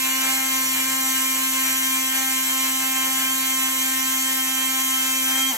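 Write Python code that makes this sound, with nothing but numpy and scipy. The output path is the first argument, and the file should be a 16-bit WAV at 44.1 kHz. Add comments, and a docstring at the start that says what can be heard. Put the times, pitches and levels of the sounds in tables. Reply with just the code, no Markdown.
"""A loud, rattling buzz: a cordless oscillating tool runs at full speed, standing on an iron saw table.
Its back-and-forth stroke makes harmonics (tones at multiples of the stroke rate), and its drive knocks
at both ends of each stroke. About six times a second it rocks on its battery foot and bounces on every
second stroke. As it creeps, the housing rings with one harmonic or another; the table rumbles and the
workshop echoes. Near the end the hand on the tool tightens its grip and switches it off."""
import sys
import numpy as np
from scipy import signal
from scipy.fft import rfft, irfft, next_fast_len
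from scipy.io import wavfile

SR = 44100
rng = np.random.default_rng(int(sys.argv[2]) if len(sys.argv) > 2 else 0)


def persist_wave(psi):
    """Save psi, clipped to +-1, as 16-bit WAV."""
    counts = np.round(np.clip(psi, -1, 1) * 32767).astype(np.int16)
    wavfile.write(sys.argv[1], SR, np.atleast_2d(counts).T)


N = 245637
TIME = np.arange(N) / SR
SWITCH_OFF_S = 5.507

# The buzz of housing and table. Each row: harmonic number, then three relative levels in dB: what left
# and right share ("mid"), how they differ ("side"), and the bounce tone half a harmonic lower.
HARMONICS = [(1, -38, -58.5, -61), (2, -52.5, -57, -60), (3, -46, -43.5, -56.5), (4, -36.5, -50, -47),
             (5, -44, -45, -52), (6, -43, -38, -49), (7, -42, -43, -43.5), (8, -37, -39, -52.5),
             (9, -43, -38, -49.5), (10, -45, -49, -46), (11, -46.5, -40, -51.5), (12, -44.5, -32, -50),
             (13, -49.5, -49, -51.5), (14, -50.5, -45, -52.5), (15, -48, -48, -53.5), (16, -48, -47, -56.5),
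             (17, -46.5, -44, -57), (18, -54, -51, -56), (19, -50, -50, -61), (20, -52, -47, -67),
             (21, -46.5, -44.5, -60), (22, -41.5, -46, -60.0), (23, -44.5, -60, -64), (24, -41.5, -56, -53),
             (25, -41.5, -54, -51), (26, -40.5, -53, -58), (27, -45.5, -57, -65), (28, -42.5, -50.5, -55),
             (29, -41.5, -42, -45), (30, -41, -43, -55.5), (31, -42, -41, -41), (32, -44.5, -41, -56),
             (33, -45, -36.5, -68)]
# The motor runs a little faster when firmly seated or held. Each row: time in seconds, strokes a second.
STROKE_RATE = [(0, 263.3), (.25, 263.4), (.37, 264.3), (.66, 262.6), (1, 263.7), (1.2, 262.9),
               (1.55, 263.2), (2.11, 262.8), (2.23, 264.2), (2.36, 262.8), (2.95, 263.7), (3.35, 263.4),
               (3.77, 262.7), (4.5, 263.1), (4.85, 263.5), (5.2, 262.7), (5.3, 263.2), (5.39, 265.1)]
# The buzz's strength wavers by about one decibel. 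Each row: time in seconds, relative strength in dB.
DRIVE_LEVEL = [(0, -1.6), (1.5, -2), (2.3, -1.5), (3.2, -2.5), (3.8, -1.5), (5.45, -2)]
# How firmly the foot presses, lifting harmonics 3 and 5. Each row: time in seconds, relative level in dB.
FOOT_SEATING = [(0.0, -73), (0.04, -49.5), (0.44, -39.5), (0.66, -59), (1.07, -42), (1.13, -55.5),
                (2.14, -52.5), (2.24, -36), (2.32, -40), (2.38, -73), (2.43, -52.5), (3.01, -43),
                (3.71, -53.5), (5.04, -45), (5.2, -56), (5.3, -36.5), (5.36, -49), (5.43, -51), (5.48, -55)]
# The fourth harmonic, the loudest whine. Each row: time in seconds, relative level in dB.
WHINE_LEVEL = [(0, -37), (.32, -38.5), (.39, -45), (.53, -36), (.72, -39), (.8, -37), (1.6, -36.5),
               (1.68, -39), (1.8, -36.5), (2.1, -38.5), (2.25, -44.5), (2.34, -38.5), (2.7, -37),
               (3.35, -36.5), (3.5, -37), (3.65, -38.5), (3.9, -40), (4.8, -37.5), (5.2, -40.5),
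               (5.27, -45), (5.32, -33), (5.4, -44.5), (5.5, -38)]
# The housing picks out a harmonic. Each row: middle and length in seconds, harmonic number, change in dB.
HOUSING_RINGS = [(0.39, .12, 5, 2), (0.95, .09, 5, 2.5), (3.0, 0.24, 5, 1.5), (5, .17, 5, 3),
                 (5.41, .08, 5, 5.5), (2.219, 0.05, 7, 6), (2.2, 0.15, 7, 2), (3.2, .07, 7, 0),
                 (3.38, .06, 7, 1), (3.95, 0.086, 7, 7), (4.3, 0.1, 7, 4), (4.46, .07, 7, 4),
                 (4.608, .09, 7, 4.5), (5.1, .08, 7, -4), (4.5, .08, 7, 1), (0.027, .07, 10, 11),
                 (2.945, .08, 10, 8), (5.11, 0.13, 10, 9.5), (5.1, 0.21, 12, 5.5), (5.359, 0.017, 12, 11),
                 (5.45, 0.15, 12, 14.5), (5.19, 0.14, 9, 6), (5.42, .12, 9, 5.5), (2.24, 0.1, 3, 0.5),
                 (5.515, 0.027, 3, 19), (5.7, 0.14, 17, 7), (4.5, .1, 17, 1), (0.63, .13, 22, 7),
                 (1.07, 0.11, 22, 4.5), (1.75, 0.19, 22, 8)]
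# Creeping shifts the tone colour. Each row: harmonic number, change in dB from start to end.
CREEP_SHIFT = [(1, -0.8), (6, -1), (7, -0.5), (9, -3), (11, -8), (12, 5), (16, -9), (17, -1), (22, 0)]
# The hand on the housing tightens near the end. Each row: time in seconds, grip from 0 (none) to 1 (full).
HAND_GRIP = [(5.24, 0.4), (5.33, 0.7), (5.38, 0.66), (5.415, 0.6), (5.5, 1)]
# What the hand does to the buzz. Each row: harmonic number, change in dB at full grip.
GRIP_CHANGE = [(1, 5.5), (2, -2), (7, -2.5), (9, 4), (10, -1), (11, 3.5), (12, 1.5), (15, 5), (23, 8),
               (27, 5)]
# The tool rocks on its foot. Each row: time in seconds, relative bounce strength in dB.
FOOT_ROCKS = [(0.085, -0.5), (.255, 0), (0.391, -2), (0.661, -3), (.78, -1.5), (.93, -1), (1.07, -4),
              (1.19, -4), (1.37, -4), (1.46, -5), (1.55, -2), (1.671, -4), (1.83, -3), (1.975, -2),
              (2.15, -4.5), (2.31, -6), (2.49, 0), (2.667, 0), (2.83, 0), (3.06, -2), (3.205, -3),
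              (3.5, -7), (3.67, -4), (3.84, -4.5), (3.99, -6), (4.15, -4), (4.3, -4), (4.475, -3),
              (4.615, -2), (4.809, -5), (5.035, -3), (5.14, -7), (5.3, 0.5), (5.37, -1)]
# The table top thuds at half the stroke rate. Each row: time in seconds, relative level in dB.
THUD_LEVEL = [(0.0, -63), (0.53, -56), (0.88, -53), (1.33, -64), (1.69, -57), (2.67, -67), (2.69, -56),
              (3.68, -59), (3.72, -71), (4.0, -55), (4.03, -69), (4.65, -73), (5.34, -53), (5.48, -67)]
# Stereo width of the bounce tones. Each row: harmonic number, side level in dB compared with mid.
BOUNCE_WIDTH = [(1, -25), (3, -4), (4, -10), (6, -4), (8, -7), (11, 2), (13, 1), (16, -3), (21, 2),
                (24, -8)]
# High bounce tones rasp on between rocks. Each row: harmonic number, share of the rock's swing it follows.
ROCK_SHARE = [(5, 1), (10, .5)]
# The foot skids and chatters. Each row: middle in seconds, added chatter in dB, length in seconds.
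FOOT_SKIDS = [(0.296, 6.5, 0.14), (0.48, -1, 0.04), (0.8, 5.5, 0.12), (1.19, 0, 0.05), (1.25, 2.5, .05),
              (1.373, 5, 0.089), (1.536, 4, 0.046), (1.68, 5, .08), (2.16, 6.5, 0.07), (2.295, 1, .06),
              (2.683, 2, 0.19), (2.86, 2, .05), (2.96, 2, .04), (3.048, 5.5, 0.16), (3.23, 4, 0.1),
              (3.593, 1, 0.27), (3.845, 1, .08), (4.121, 0, .05), (4.286, 2, .06), (4.55, 0, 0.17),
              (4.819, 0, 0.042), (5.35, 7.5, 0.089)]
# Tone colour of the drive's knocks and rattle. Each row: frequency in Hz, relative level in dB.
RATTLE_COLOUR = [(200, -87), (420, -87), (560, -79.5), (800, -77), (1300, -78.3), (1800, -69.7),
                 (2400, -68), (3100, -70.3), (4000, -74.7), (5000, -75), (6300, -65.3), (8200, -62.2),
                 (12500, -62.2), (14000, -68.3), (15500, -68)]
# Tone colour of the slack, coasting drive. Each row: frequency in Hz, relative level in dB.
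CLATTER_COLOUR = [(300, -78), (480, -63), (850, -57), (1100, -63), (1500, -61), (2200, -60), (3500, -68)]
# Tone colour of the table's rumble. Each row: frequency in Hz, relative level in dB.
RUMBLE_COLOUR = [(15, -56), (25, -22), (65, 7.5), (97, 4.5), (114, 4), (129, 11), (144, 13), (172, -7),
                 (190, -20), (250, -44), (420, -120)]
# How much rattle the workshop sends back. Each row: frequency in Hz, gain in dB.
ECHO_COLOUR = [(200, -9), (1000, -4), (2000, -6), (3100, -3), (4000, -5), (6000, -11), (9000, -22),
               (15000, -18)]
# How late the rattle reaches the left microphone. Each row: frequency in Hz, delay in seconds.
LEFT_DELAY = [(1000, 0.000083), (1800, 0.000051), (3100, 0.0002), (9700, 0.0001559), (12300, 0.00015),
              (14000, 0.000148), (15500, 0.00015)]


def buzz(strokes, grip, chatter, seating_db, steady_harmonics=(1, 3, 4, 5, 7, 8, 22, 26), creep_rate=6):
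    """The stroke's harmonics swell and sink, each in its own way, as the tool creeps over the table."""
    foot_db = {3: .91 * seating_db - 2, 4: about_mean(WHINE_LEVEL), 5: .42 * seating_db}
    grip_db = {round(k): db for k, db in GRIP_CHANGE}
    shake = np.sqrt(chatter)
    play = .011 * shake * drift(45)   # the whole stroke comes a little early or late, in radians
    mid, side = np.zeros((2, N))
    for k, (_, mid_db, side_db, _) in enumerate(HARMONICS, 1):
        waver = .05 + .013 * k
        depth = min(1.65 * k, 6) * (.3 if k in steady_harmonics else 1)
        pace = creep_rate + .35 * k
        # a quarter turn on odd harmonics makes both stroke ends equally strong; the housing scatters them
        start = (k % 2) / 4 + .28 * rng.standard_normal()
        start += k * k / 160   # bending waves carry the high harmonics ahead, smearing each blow
        angle = 2 * np.pi * (k * strokes + start) + k * play + waver * shake * drift(12)
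        shift_db, ring_db = housing(k)
        flicker = 1 + min(waver, .4) * .7 * drift(22)
        gain = from_db(grip * grip_db.get(k, 0) + shift_db) * flicker
        mid_gain = from_db(mid_db + foot_db.get(k, 0) + ring_db) * sway(depth, pace, from_db(-ring_db))
        side_gain = from_db(side_db) * sway(.35 * depth, pace)
        mid += gain * mid_gain * np.cos(angle)
        side += gain * side_gain * np.sin(angle + depth / 3 * drift(creep_rate))
    return np.array([mid + side, mid - side])


def housing(k):
    """How the housing changes harmonic k, in dB: a slow shift, and brief moments of ringing."""
    shift_db = sum(db * (TIME / TIME[-1] - .5) for number, db in CREEP_SHIFT if round(number) == k)
    ring_db = sum(db * swell(s, length) for s, length, number, db in HOUSING_RINGS if round(number) == k)
    return shift_db, ring_db


def knocks(strokes, chatter, rock, decay_strokes=.24, landing_decay=.2):
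    """At each end of the stroke the loose drive strikes: a bright click and a short burst of rattle."""
    power = np.full(N, .7 * decay_strokes)   # some rattle carries on between the knocks
    clicks = np.zeros(N)
    for offset, db in ((0, 0), (.45, 1)):   # the outward knock, then the return knock
        count, since = np.divmod(strokes + 1 - offset + .0025 * drift(60), 1)
        count = np.maximum(count, 0).astype(int)
        force = from_db(db + .6 * rng.standard_normal(count.max() + 1))[count]
        power += force ** 2 * np.exp(-since / decay_strokes)
        clicks += force * (np.diff(count, prepend=count[0]) > 0)
    clicks = signal.sosfilt(signal.butter(6, 9200, "high", fs=SR, output="sos"), clicks)
    # the gear case answers every click with the same brief ring
    ring = rng.standard_normal(SR // 500) * np.exp(-np.arange(SR // 500) / (SR / 1200))
    clicks = signal.lfilter(ring, [1], clicks)
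    bursts = unit_power(np.sqrt(power) * rng.standard_normal(N))
    rattle = unit_power(bursts + .24 * unit_power(clicks))
    # the foot's chatter and the kick of each landing mostly feed the lower part of the rattle
    low = low_part(rattle, order=2, hz=2300)
    since_landing = landings(strokes) % 1
    kick = np.sqrt(1 + .8 * rock ** 2 * np.exp(-since_landing / landing_decay) / landing_decay)
    shaken = low * chatter * unit_power(kick) + (rattle - low) * chatter ** .021
    return np.sqrt(SR / 2) * colour(shaken, RATTLE_COLOUR)


def bounce(strokes, rock, boost_db=4):
    """Every second stroke lands harder, which adds tones halfway between the harmonics."""
    mid, side = np.zeros((2, N))
    landed = landings(strokes)
    for k, (_, _, _, db) in enumerate(HARMONICS, 1):
        slip = min(.08 + .03 * k, .5)   # landings are never quite alike, least so in the treble
        angle = 2 * np.pi * ((k - 1) * strokes + landed + rng.random()) + slip * drift(7)
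        if k == 1:   # the lowest tone is the table top's thud
            strength, share = from_db(about_mean(THUD_LEVEL) - 3.5), .34
        else:
            strength, share = rock.mean(), look_up(ROCK_SHARE, k)
        force = strength * (rock / rock.mean()) ** share
        gain = np.sqrt(2) * force * from_db(db + boost_db) * (1 + slip / 2 * drift(28))
        mid += gain * np.cos(angle)
        side += gain * from_db(look_up(BOUNCE_WIDTH, k)) * np.sin(angle + slip * drift(2.3))
    return np.array([mid + side, mid - side])


def rocking(length_s=.065, rest_db=-9):
    """How hard the tool bounces: a swell at each rock, and a weak bounce in between."""
    rocks = [from_db(db) * swell(s, length_s) for s, db in FOOT_ROCKS]
    return np.maximum(np.max(rocks, axis=0), from_db(rest_db))


def landings(strokes):
    """Count the foot's landings: one per two strokes, swapping to the other stroke with each rock."""
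    rock_count = np.interp(TIME, [s for s, _ in FOOT_ROCKS], np.arange(len(FOOT_ROCKS)))
    return (strokes + rock_count) / 2


def foot_chatter(grip, base_db=3, held_db=-9):
    """How hard the foot chatters: it follows the drive, flares in skids and is steadied by the hand."""
    skids_db = sum(db * swell(s, length) for s, db, length in FOOT_SKIDS)
    return from_db(base_db + about_mean(DRIVE_LEVEL) + drift(2.8) + skids_db + held_db * grip)


def clatter(powered):
    """Without power, the drive runs slack and shakes the housing with a low, hollow noise."""
    return (1 - powered) * np.sqrt(SR / 2) * colour(rng.standard_normal(N), CLATTER_COLOUR)


def table_rumble(level_db=-63):
    """The table rumbles faintly; its long waves reach both microphones almost alike."""
    noise = rng.standard_normal(N) + rng.standard_normal((2, N)) / 6
    return from_db(level_db) * unit_power(colour(noise, RUMBLE_COLOUR))


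def workshop(x, paths=16, fade_60_db_s=1):
    """Echoes circle between the walls, on different paths for left and right."""
    x = np.concatenate([x[SR // 4:0:-1], x])   # a lead-in, so the room already rings at the start
    room = np.zeros((2, len(x)))
    for k, lag in enumerate((np.geomspace(.0113, .047, paths) * SR).astype(int)):
        loop, gain = x.copy(), from_db(-60 * lag / SR / fade_60_db_s)
        for i in range(lag, len(x), lag):
            loop[i:i + lag] += gain * loop[i - lag:i][:len(x) - i]
        room[k % 2] += (loop - x) * (-1) ** (k // 2) * np.sqrt(1 - gain ** 2) / gain
    room = room[:, -N:] / np.sqrt(paths / 2)
    # long waves reach both microphones alike
    side = signal.sosfilt(signal.butter(2, 500, "high", fs=SR, output="sos"), (room[0] - room[1]) / 2)
    return room.mean(axis=0) + np.array([side, -side])


def at_microphones(x):
    """Sound bends round the microphones' case and reaches the left one slightly late."""
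    size = next_fast_len(N + SR // 10)
    hz = np.arange(size // 2 + 1) * SR / size
    delay = np.exp(-2j * np.pi * hz * look_up(LEFT_DELAY, hz))
    left = irfft(rfft(x, size) * delay, size)[:N]
    return np.array([left, x])


def colour(x, spectrum):
    """Filter by rows of frequency in Hz and gain in dB; the bass falls away below the first row."""
    hz, db = np.transpose(spectrum)
    size = next_fast_len(N + SR // 10)
    f = np.maximum(np.arange(size // 2 + 1) * SR / size, 1)
    gain = from_db(np.interp(np.log(f), np.log(hz), db)) * np.minimum(f / hz[0], 1) ** 2
    return irfft(rfft(x, size) * gain, size)[..., :N]


def low_part(x, order, hz):
    """Keep what lies below hz, without delaying it."""
    return signal.sosfiltfilt(signal.butter(order, hz, fs=SR, output="sos"), x)


def drift(rate):
    """A smooth random curve of typical size 1 that changes about rate times a second."""
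    step = 40   # samples between random points
    pole = np.exp(-2 * np.pi * step * rate / SR)
    noise = rng.standard_normal(N // step + 2002)
    slow = signal.lfilter([1], [1, -2 * pole, pole * pole], noise)[2000:]
    return np.interp(np.arange(N) / step, np.arange(len(slow)), unit_power(slow))


def sway(depth, rate, freedom=1):
    """A gain that wanders around 1; less freedom holds it steadier."""
    return 1 + freedom * min(depth / 6, .7) * np.tanh(drift(rate))


def swell(middle_s, length_s):
    """A rounded rise and fall of height 1 around a moment."""
    return 1 / (1 + (2 * (TIME - middle_s) / length_s) ** 4 / 2)


def look_up(rows, at=TIME):
    """Read between the rows of a two-column table, by default at every sample."""
    return np.interp(at, *np.transpose(rows))


def about_mean(rows):
    """A level curve as dB above its average."""
    return look_up(rows) - np.mean(look_up(rows))


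def from_db(db):
    """Turn decibels into a gain."""
    return 10 ** (np.asarray(db) / 20)


def unit_power(x):
    """Scale to an average power of 1."""
    return x / np.sqrt(np.mean(np.abs(x) ** 2) + 1e-20)


def scene(buzz_db=2, rattle_db=-1.26, tone_echo_db=-14, held_bounce_db=-6, held_rattle_db=-.9, coast_s=.26):
    """The motor drives buzz, bounce and rattle; once switched off it slows and they fade with it."""
    speed = np.exp(-np.maximum(TIME - SWITCH_OFF_S, 0) / coast_s)   # 1 is full speed
    powered = speed ** 10
    rock, grip = rocking(), np.clip(look_up(HAND_GRIP), 0, 1)
    seating_db = about_mean(FOOT_SEATING) + 2.5 * drift(7.2)
    stroke_hz = (look_up(STROKE_RATE) + .18 * drift(6)) * speed
    strokes = np.cumsum(stroke_hz) / SR
    chatter = foot_chatter(grip)
    surge = from_db(.35 * drift(6))   # the knocks come harder and softer
    overtone_gain = from_db(about_mean(DRIVE_LEVEL)) * surge * (chatter / chatter.mean()) ** .17
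    tone = from_db(buzz_db) * buzz(strokes, grip, chatter, seating_db)
    tone += from_db(held_bounce_db * grip) * bounce(strokes, rock)
    # without power the drive stops striking in step: the overtones go first, the hum lingers
    hum = low_part(tone, order=4, hz=700)
    tone = hum * speed ** 8.1 + (tone - hum) * overtone_gain * powered
    rattle_gain = speed ** .95 * surge * from_db(rattle_db + held_rattle_db * grip)
    rattle = rattle_gain * knocks(strokes, chatter, rock) + speed ** 3.5 * clatter(powered)
    echoes = workshop(colour(rattle, ECHO_COLOUR) + from_db(tone_echo_db) * tone.mean(axis=0))
    return tone + at_microphones(rattle) + echoes + table_rumble()


def record(dry, cutoff_hz=15750):
    """Cut off the very highest treble steeply."""
    return signal.sosfilt(signal.ellip(12, .1, 80, cutoff_hz, fs=SR, output="sos"), dry)


dry = scene()
out = record(dry)
persist_wave(out)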